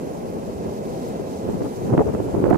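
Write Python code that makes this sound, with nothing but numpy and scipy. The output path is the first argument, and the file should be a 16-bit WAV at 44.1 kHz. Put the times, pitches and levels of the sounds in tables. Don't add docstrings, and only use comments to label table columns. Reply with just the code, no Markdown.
import sys
import numpy as np
from scipy import signal
from scipy.io import wavfile
from scipy.ndimage import uniform_filter1d

SR = 44100
rng = np.random.default_rng(int(sys.argv[2]) if len(sys.argv) > 2 else 0)


def generate_wav(sig):
    pcm = np.round(np.clip(np.atleast_2d(sig).T, -1, 1) * 32767).astype(np.int16)
    wavfile.write(sys.argv[1], SR, pcm)


def voltage_ratio(level):
    return 10 ** (np.asarray(level, float) / 20)


N = 113337


def in_time(rows):
    seconds, *columns = np.transpose(rows)
    return [np.interp(np.arange(N) / SR, seconds, column) for column in columns]


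def at_hz(points, hz):
    table_hz, values = np.array(points).T
    return np.interp(np.log(hz), np.log(table_hz), values)


def rms_one(x):
    return x / np.sqrt(np.mean(x ** 2) + 1e-20)


def sides(pan_db):
    return voltage_ratio(np.array([[pan_db / 2], [-pan_db / 2]]))


def place(db, pan_db):
    return voltage_ratio(db - abs(pan_db) / 2) * sides(pan_db)


def drift(rate_hz):
    pole = np.exp(-40 * np.pi * rate_hz / SR)
    white = rng.standard_normal(N // 20 + 2002)
    slow = signal.lfilter([1], [1, -2 * pole, pole * pole], white)[2000:]
    return np.interp(np.arange(N) / 20, np.arange(len(slow)), rms_one(slow))


def cut(x, hz, kind, order=2):
    return signal.sosfilt(signal.butter(order, hz, kind, fs=SR, output="sos"), x + 1e-18)


def ring(clicks, hz, t60_s):
    radius, angle = voltage_ratio(-60 / (t60_s * SR)), 2 * np.pi * hz / SR
    feedback = [1, -2 * radius * np.cos(angle), radius * radius]
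    return signal.lfilter([0, np.sin(angle)], feedback, clicks + 1e-18)


# start in seconds, length in seconds, left level in dB, right level in dB.
PUFFS = [(0.339, 0.039, -28.5, -34), (0.482, 0.021, -26.5, -41), (0.604, .025, -37, -35),
         (0.657, 0.048, -32, -28.5), (1.189, 0.027, -26, -45), (1.427, 0.24, -30, -29.5),
         (1.492, 0.016, -22.5, -26), (1.537, 0.045, -27, -41), (1.608, 0.018, -18, -20),
         (1.64, 0.036, -22.5, -25), (1.772, 0.1, -27.5, -48), (1.843, 0.09, -24.5, -22.5),
         (1.921, 0.036, -17.5, -13.5), (1.968, 0.055, -16, -15), (2.033, 0.03, -24.5, -30),
         (2.049, 0.014, -24, -24), (2.064, 0.044, -19, -24.5), (2.134, 0.025, -18.5, -25),
         (2.155, 0.15, -27.5, -25.5), (2.186, 0.039, -34, -23.5), (2.25, 0.03, -31, -38),
         (2.339, 0.02, -25, -21), (2.359, 0.048, -18.5, -22), (2.413, 0.024, -18.5, -18),
         (2.434, 0.041, -19.5, -15.5), (2.483, 0.02, -14.5, -19), (2.503, 0.017, -15, -12.5),
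         (2.525, .014, -17, -10), (2.541, .021, -18.5, -13)]


def wind_force():
    calm_db, edge_s = -37, .012
    lump_db, lumps_per_s = 1.5, 15.3
    t = np.arange(N) / SR
    power = np.full((2, N), voltage_ratio(2 * calm_db))
    for start, length, left_db, right_db in PUFFS:
        to_nearest_edge = np.minimum(t - start, start + length - t)
        shape = np.clip(to_nearest_edge / edge_s + .5, 0, 1)
        power = power + voltage_ratio(2 * np.array([[left_db], [right_db]])) * shape ** 2
    lumps = np.array([drift(lumps_per_s), drift(lumps_per_s)])
    return np.sqrt(power) * voltage_ratio(lump_db * lumps)


def shed_eddies():
    eddies_per_s, spread_db = 1500, 3.5
    sizes = voltage_ratio(spread_db * np.minimum(rng.exponential(1, (2, N)), 4))
    signs = rng.choice([-1, 1], (2, N))
    return rms_one(sizes * signs * (rng.random((2, N)) < eddies_per_s / SR))


# frequency in Hz, density in dB per Hz.
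BUFFET = [(15, -61), (25, -17), (113, 3.5), (277, 0), (375, 1.5), (593, -9.5), (706, -13), (1100, -17.5),
          (1430, -35.5), (2420, -120)]


def buffeting(eddies):
    edges = np.geomspace(BUFFET[1][0], BUFFET[-2][0], 12)
    body = 0
    for k, (low, high) in enumerate(zip(edges, edges[1:])):
        gain = (-1) ** k * voltage_ratio(at_hz(BUFFET, np.sqrt(low * high)))
        body = body + gain * cut(eddies, [low, high], "band")
    port = rms_one(ring(eddies, 370.4, 0.053))
    return rms_one(rms_one(body) + voltage_ratio(-20.5) * port)


def wind():
    force, eddies = wind_force(), shed_eddies()
    body = buffeting(eddies)
    even_s, evening = 0.019, 0.99
    body_power = uniform_filter1d(body ** 2, int(even_s * SR), axis=1)
    steadied = force * (body_power + 0.37) ** (-evening / 2)

    rim_left, crackle_left = voltage_ratio([[-6], [0]]), voltage_ratio([[-13], [0]])
    rim = rms_one(cut(cut(eddies, 970, "high"), 1210, "low", order=4))
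    whistle_hz = [600, 950]
    whistle = rms_one(cut(cut(eddies, whistle_hz, "band"), whistle_hz, "band"))
    crackle = rms_one(cut(eddies * abs(eddies), [1000, 1800], "band"))

    sharp = voltage_ratio(-23.5) * rim_left * rim
    whistle = voltage_ratio(-9) * rim_left * force / 0.23 * whistle
    crackle = voltage_ratio(-22) * crackle_left * (force / 0.2) ** 2 * crackle
    return steadied * (body + sharp + whistle + crackle)


# peak time in seconds, peak level in dB, left minus right in dB,
# sharpness (low-pass) in Hz.
SLAPS = [(1.4533, -20, -20, 700), (1.4899, -10, -27, 860), (1.499, -15, 20, 654), (1.5428, -12.5, 20, 630),
         (1.6072, -24, -24, 1100), (1.61, -15.5, 22, 800), (1.649, -14.5, 24, 715), (1.671, -19.5, 20, 650),
         (1.8945, -20, 20, 706), (1.9032, -13.5, -30, 1260), (1.9108, -14, -29, 1340),
         (1.9286, -21, -20, 1100), (1.9353, -9, 25, 705), (1.9385, -3.5, -24, 1050),
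         (1.9503, -7.5, 25, 750), (1.9504, -14, -26, 1500), (1.9692, -8.5, 25, 700), (1.9787, 1, -18, 1800),
         (1.982, -7, 25, 755), (1.989, -7, 23, 1000), (1.992, -11, -25, 1260), (1.9936, -1.5, 15, 1080),
         (2.0057, -4, 19, 746), (2.01, -4.5, -22, 1000), (2.017, -5, 18, 1000), (2.0743, -14, 22, 800),
         (2.0788, -15, -24, 890), (2.082, -12.5, 27, 760), (2.091, -11.5, 27, 800),
         (2.1498, -8.5, -43, 1400), (2.201, -12, 28, 800), (2.203, -8, -25, 790), (2.341, -17, 20, 700),
         (2.3443, -11.5, -22, 800), (2.35, -10, -25, 1030), (2.391, -15, -22, 900), (2.4031, -10, 25, 700),
         (2.429, -14, 25, 700), (2.4417, 1, -30, 1210), (2.457, -9, -17, 1300), (2.4626, -11, 30, 960),
         (2.4803, -7, -30, 1000), (2.5066, -7.5, -20, 1490), (2.5113, 0, -31, 1270), (2.514, -16, 25, 850),
         (2.5318, -8, -28, 1390), (2.541, -14, -25, 1200), (2.5457, -3.5, -25, 1610),
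         (2.5582, -5.5, -25, 1300)]


def slaps():
    swing_hz, swing_t60_s, swing_spread = 340, .016, .3
    t = np.arange(2000) / SR
    out = np.zeros((2, N + 2000))
    for (peak_s, db, pan_db, sharp_hz), size in zip(SLAPS, rng.uniform(-1.03, 1, len(SLAPS))):
        hz = swing_hz * (1 + swing_spread * size)
        swing = np.cos(2 * np.pi * hz * t) * voltage_ratio(-60 * t / swing_t60_s)
        slap = cut(cut(swing, sharp_hz, "low", order=4), 35, "high")
        i = int(peak_s * SR) - np.argmax(slap)
        out[:, i:i + 2000] += place(db, pan_db) * slap / slap.max()
    return out[:, :N]


# centre in seconds, peak level in dB, pitch in Hz,
# length in seconds, left minus right in dB.
HEAVES = [(0.292, -32.5, 101, 0.064, 14), (0.564, -30.5, 73.4, 0.029, 4), (0.677, -37, 100, 0.036, 9),
          (1.365, -36, 89, 0.045, 8), (1.489, -22.5, 95, 0.024, -0.5), (1.547, -19, 198, 0.041, 16),
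          (1.643, -32, 105, .06, 10), (1.852, -32.5, 107, 0.07, 7), (1.933, -14.5, 133, 0.026, 3.5),
          (1.99, -24, 140, 0.025, 0), (2.083, -28.5, 69.5, 0.033, 4), (2.207, -25, 111, 0.031, -14),
          (2.288, -33, 90, 0.032, -4), (2.341, -21.5, 75.6, 0.026, 12), (2.383, -16.5, 111.5, .04, 12),
          (2.43, -21.5, 100, 0.027, -4), (1.45, -32.5, 111, 0.041, 1), (1.589, -32.5, 97, .05, -0.5),
          (2.151, -28.5, 70, 0.037, -5), (1.9826, -11, 200, 0.004, -22), (1.995, -13.5, 271, 0.029, 7),
          (2.022, -20, 816, 0.012, 5), (2.069, -12.5, 436, 0.011, 20), (1.198, -19, 423, 0.0091, 8),
          (1.653, -23.5, 303, 0.036, 6), (2.4415, -4.5, 330, 0.004, -27), (2.47, -10, 537, 0.0093, -30),
          (2.517, -10, 663, 0.0066, -14), (2.531, -12, 734, 0.012, -14)]


def heaves():
    t = np.arange(N) / SR
    out = np.zeros((2, N))
    for centre, db, hz, length, pan_db in HEAVES:
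        bell = np.exp(-(2 * (t - centre) / length) ** 2)
        out += place(db, pan_db) * bell * np.sin(2 * np.pi * hz * (t - centre))
    return out


# start in seconds, peak level in dB, pitch in Hz, left minus right in dB.
TICKS = [(1.0788, -34, 6800, 14), (1.0865, -30, 13000, 5), (1.3875, -33, 6340, 16.5),
         (1.5074, -40, 6500, 10), (1.5177, -32, 13500, 10), (1.6344, -34, 6600, 17), (2.075, -38, 6500, 8),
         (2.138, -38, 10000, 10), (2.2521, -38, 10000, 10), (2.501, -35, 6500, 7), (2.5015, -28, 2150, 16),
         (2.5018, -28, 11500, 12), (2.54, -35, 7000, 12)]


def ticks():
    grit_s, ring_cycles = .0012, 11
    out = np.zeros((2, N))
    fade = np.exp(-np.arange(800) / SR / grit_s)
    for start, db, hz, pan_db in TICKS:
        grit = rng.standard_normal(800) * fade
        click = grit / np.sqrt(np.sum(grit ** 2))
        tick = cut(ring(click, hz, ring_cycles / hz), [.7 * hz, 1.3 * hz], "band", order=1)
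        i = int(start * SR)
        out[:, i:i + 800] += place(db + 4, pan_db) * tick
    return out


# frequency in Hz, left minus right in dB.
SHADE = [(2500, 4.5), (4400, 2.5), (6000, -7), (8500, -8), (10500, 0.5), (13000, 0), (15500, -17)]
# frequency in Hz, likeness from 0 to 1.
LIKENESS = [(60, 1), (120, 0), (250, 1), (700, 0.44), (2000, 0.88), (4000, 0.11), (12000, 0.07)]


def far_noise(spectrum, patchy_db, wander_db, shade):
    lag = 18
    out, together = 0, .5 * drift(2.0) + 1.3 * drift(21.0)
    bottom, top = spectrum[0][0], spectrum[-1][0]
    edges = np.geomspace(bottom, top, int(3 * np.log2(top / bottom)) + 2)
    white = rng.standard_normal((2, 2, N + 4000))
    for k, (low, high) in enumerate(zip(edges, edges[1:])):
        mid, side = cut(white[k % 2], [low, high], "band")[:, 4000 - lag:]
        hz = np.sqrt(low * high)
        alike = np.clip(at_hz(LIKENESS, hz), 0, 1)
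        shared, apart = np.sqrt(1 + alike) * mid, np.sqrt(1 - alike) * side
        ports = np.array([(shared + apart)[:N], (shared - apart)[lag:]])
        flicker_db = patchy_db * (0.91 * together + 0.87 * drift(20))
        wandering_db = wander_db * np.array([drift(0.94), drift(0.82)])
        gain = voltage_ratio(at_hz(spectrum, hz) + flicker_db + wandering_db)
        out = out + gain * ports * sides(shade * at_hz(SHADE, hz))
    return rms_one(out)


# frequency in Hz, density in dB per Hz.
SURF = [(25, -27), (112, -9.5), (215, -0.5), (310, -5.5), (456, -2), (900, -16.5), (1150, -27.5),
        (3200, -38.5)]
# time in seconds, level in dB.
SWELL = [(0, 2), (.5, 1), (.68, 2), (.8, 1.5), (1.0, 2), (1.3, 1.5), (2.57, 2)]


def surf_rumble():
    swell_db, = in_time(SWELL)
    return voltage_ratio(-30.5 + swell_db) * far_noise(SURF, patchy_db=0.5, wander_db=0.31, shade=0)


# frequency in Hz, density in dB per Hz.
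FOAM = [(2400, -8.5), (3400, -6.5), (4300, -2.5), (6000, -4), (7000, -3.5), (8200, -6.5), (12500, -8),
        (16500, -25.5)]
# time in seconds, level in dB, left minus
# right in dB.
WASH = [(0, -56, -2.5), (.55, -56, -4), (.95, -53.5, -2), (1.08, -51, 0.5), (1.2, -54.5, -4),
        (1.35, -54, -3), (1.5, -54.5, -2), (1.75, -54.5, -5.5), (1.9, -54.5, -2), (1.93, -57.5, -4),
        (1.99, -58, -5), (2.04, -56, -3.5), (2.25, -55, -3.5), (2.4, -56.5, -4), (2.57, -55.5, 0)]


def foam_hiss():
    wash_db, pan_db = in_time(WASH)
    balance = voltage_ratio(np.array([pan_db / 2, -pan_db / 2]))
    return voltage_ratio(wash_db + 3) * balance * far_noise(FOAM, patchy_db=0.7, wander_db=.8, shade=0.73)


def scene():
    surf = surf_rumble() + foam_hiss()
    return surf + wind() + heaves() + slaps() + ticks()


def top_cut(x):
    return signal.sosfilt(signal.butter(12, 15830, fs=SR, output="sos"), x)


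def record(dry):
    ceiling, cutoff_hz = .95, 15800
    rounded = ceiling * np.tanh(dry / ceiling)
    steep = signal.cheby2(24, 70, cutoff_hz * 1.015, fs=SR, output="sos")
    mix = signal.sosfilt(steep, rounded)
    return top_cut(mix)


dry = scene()
out = record(dry)
generate_wav(out)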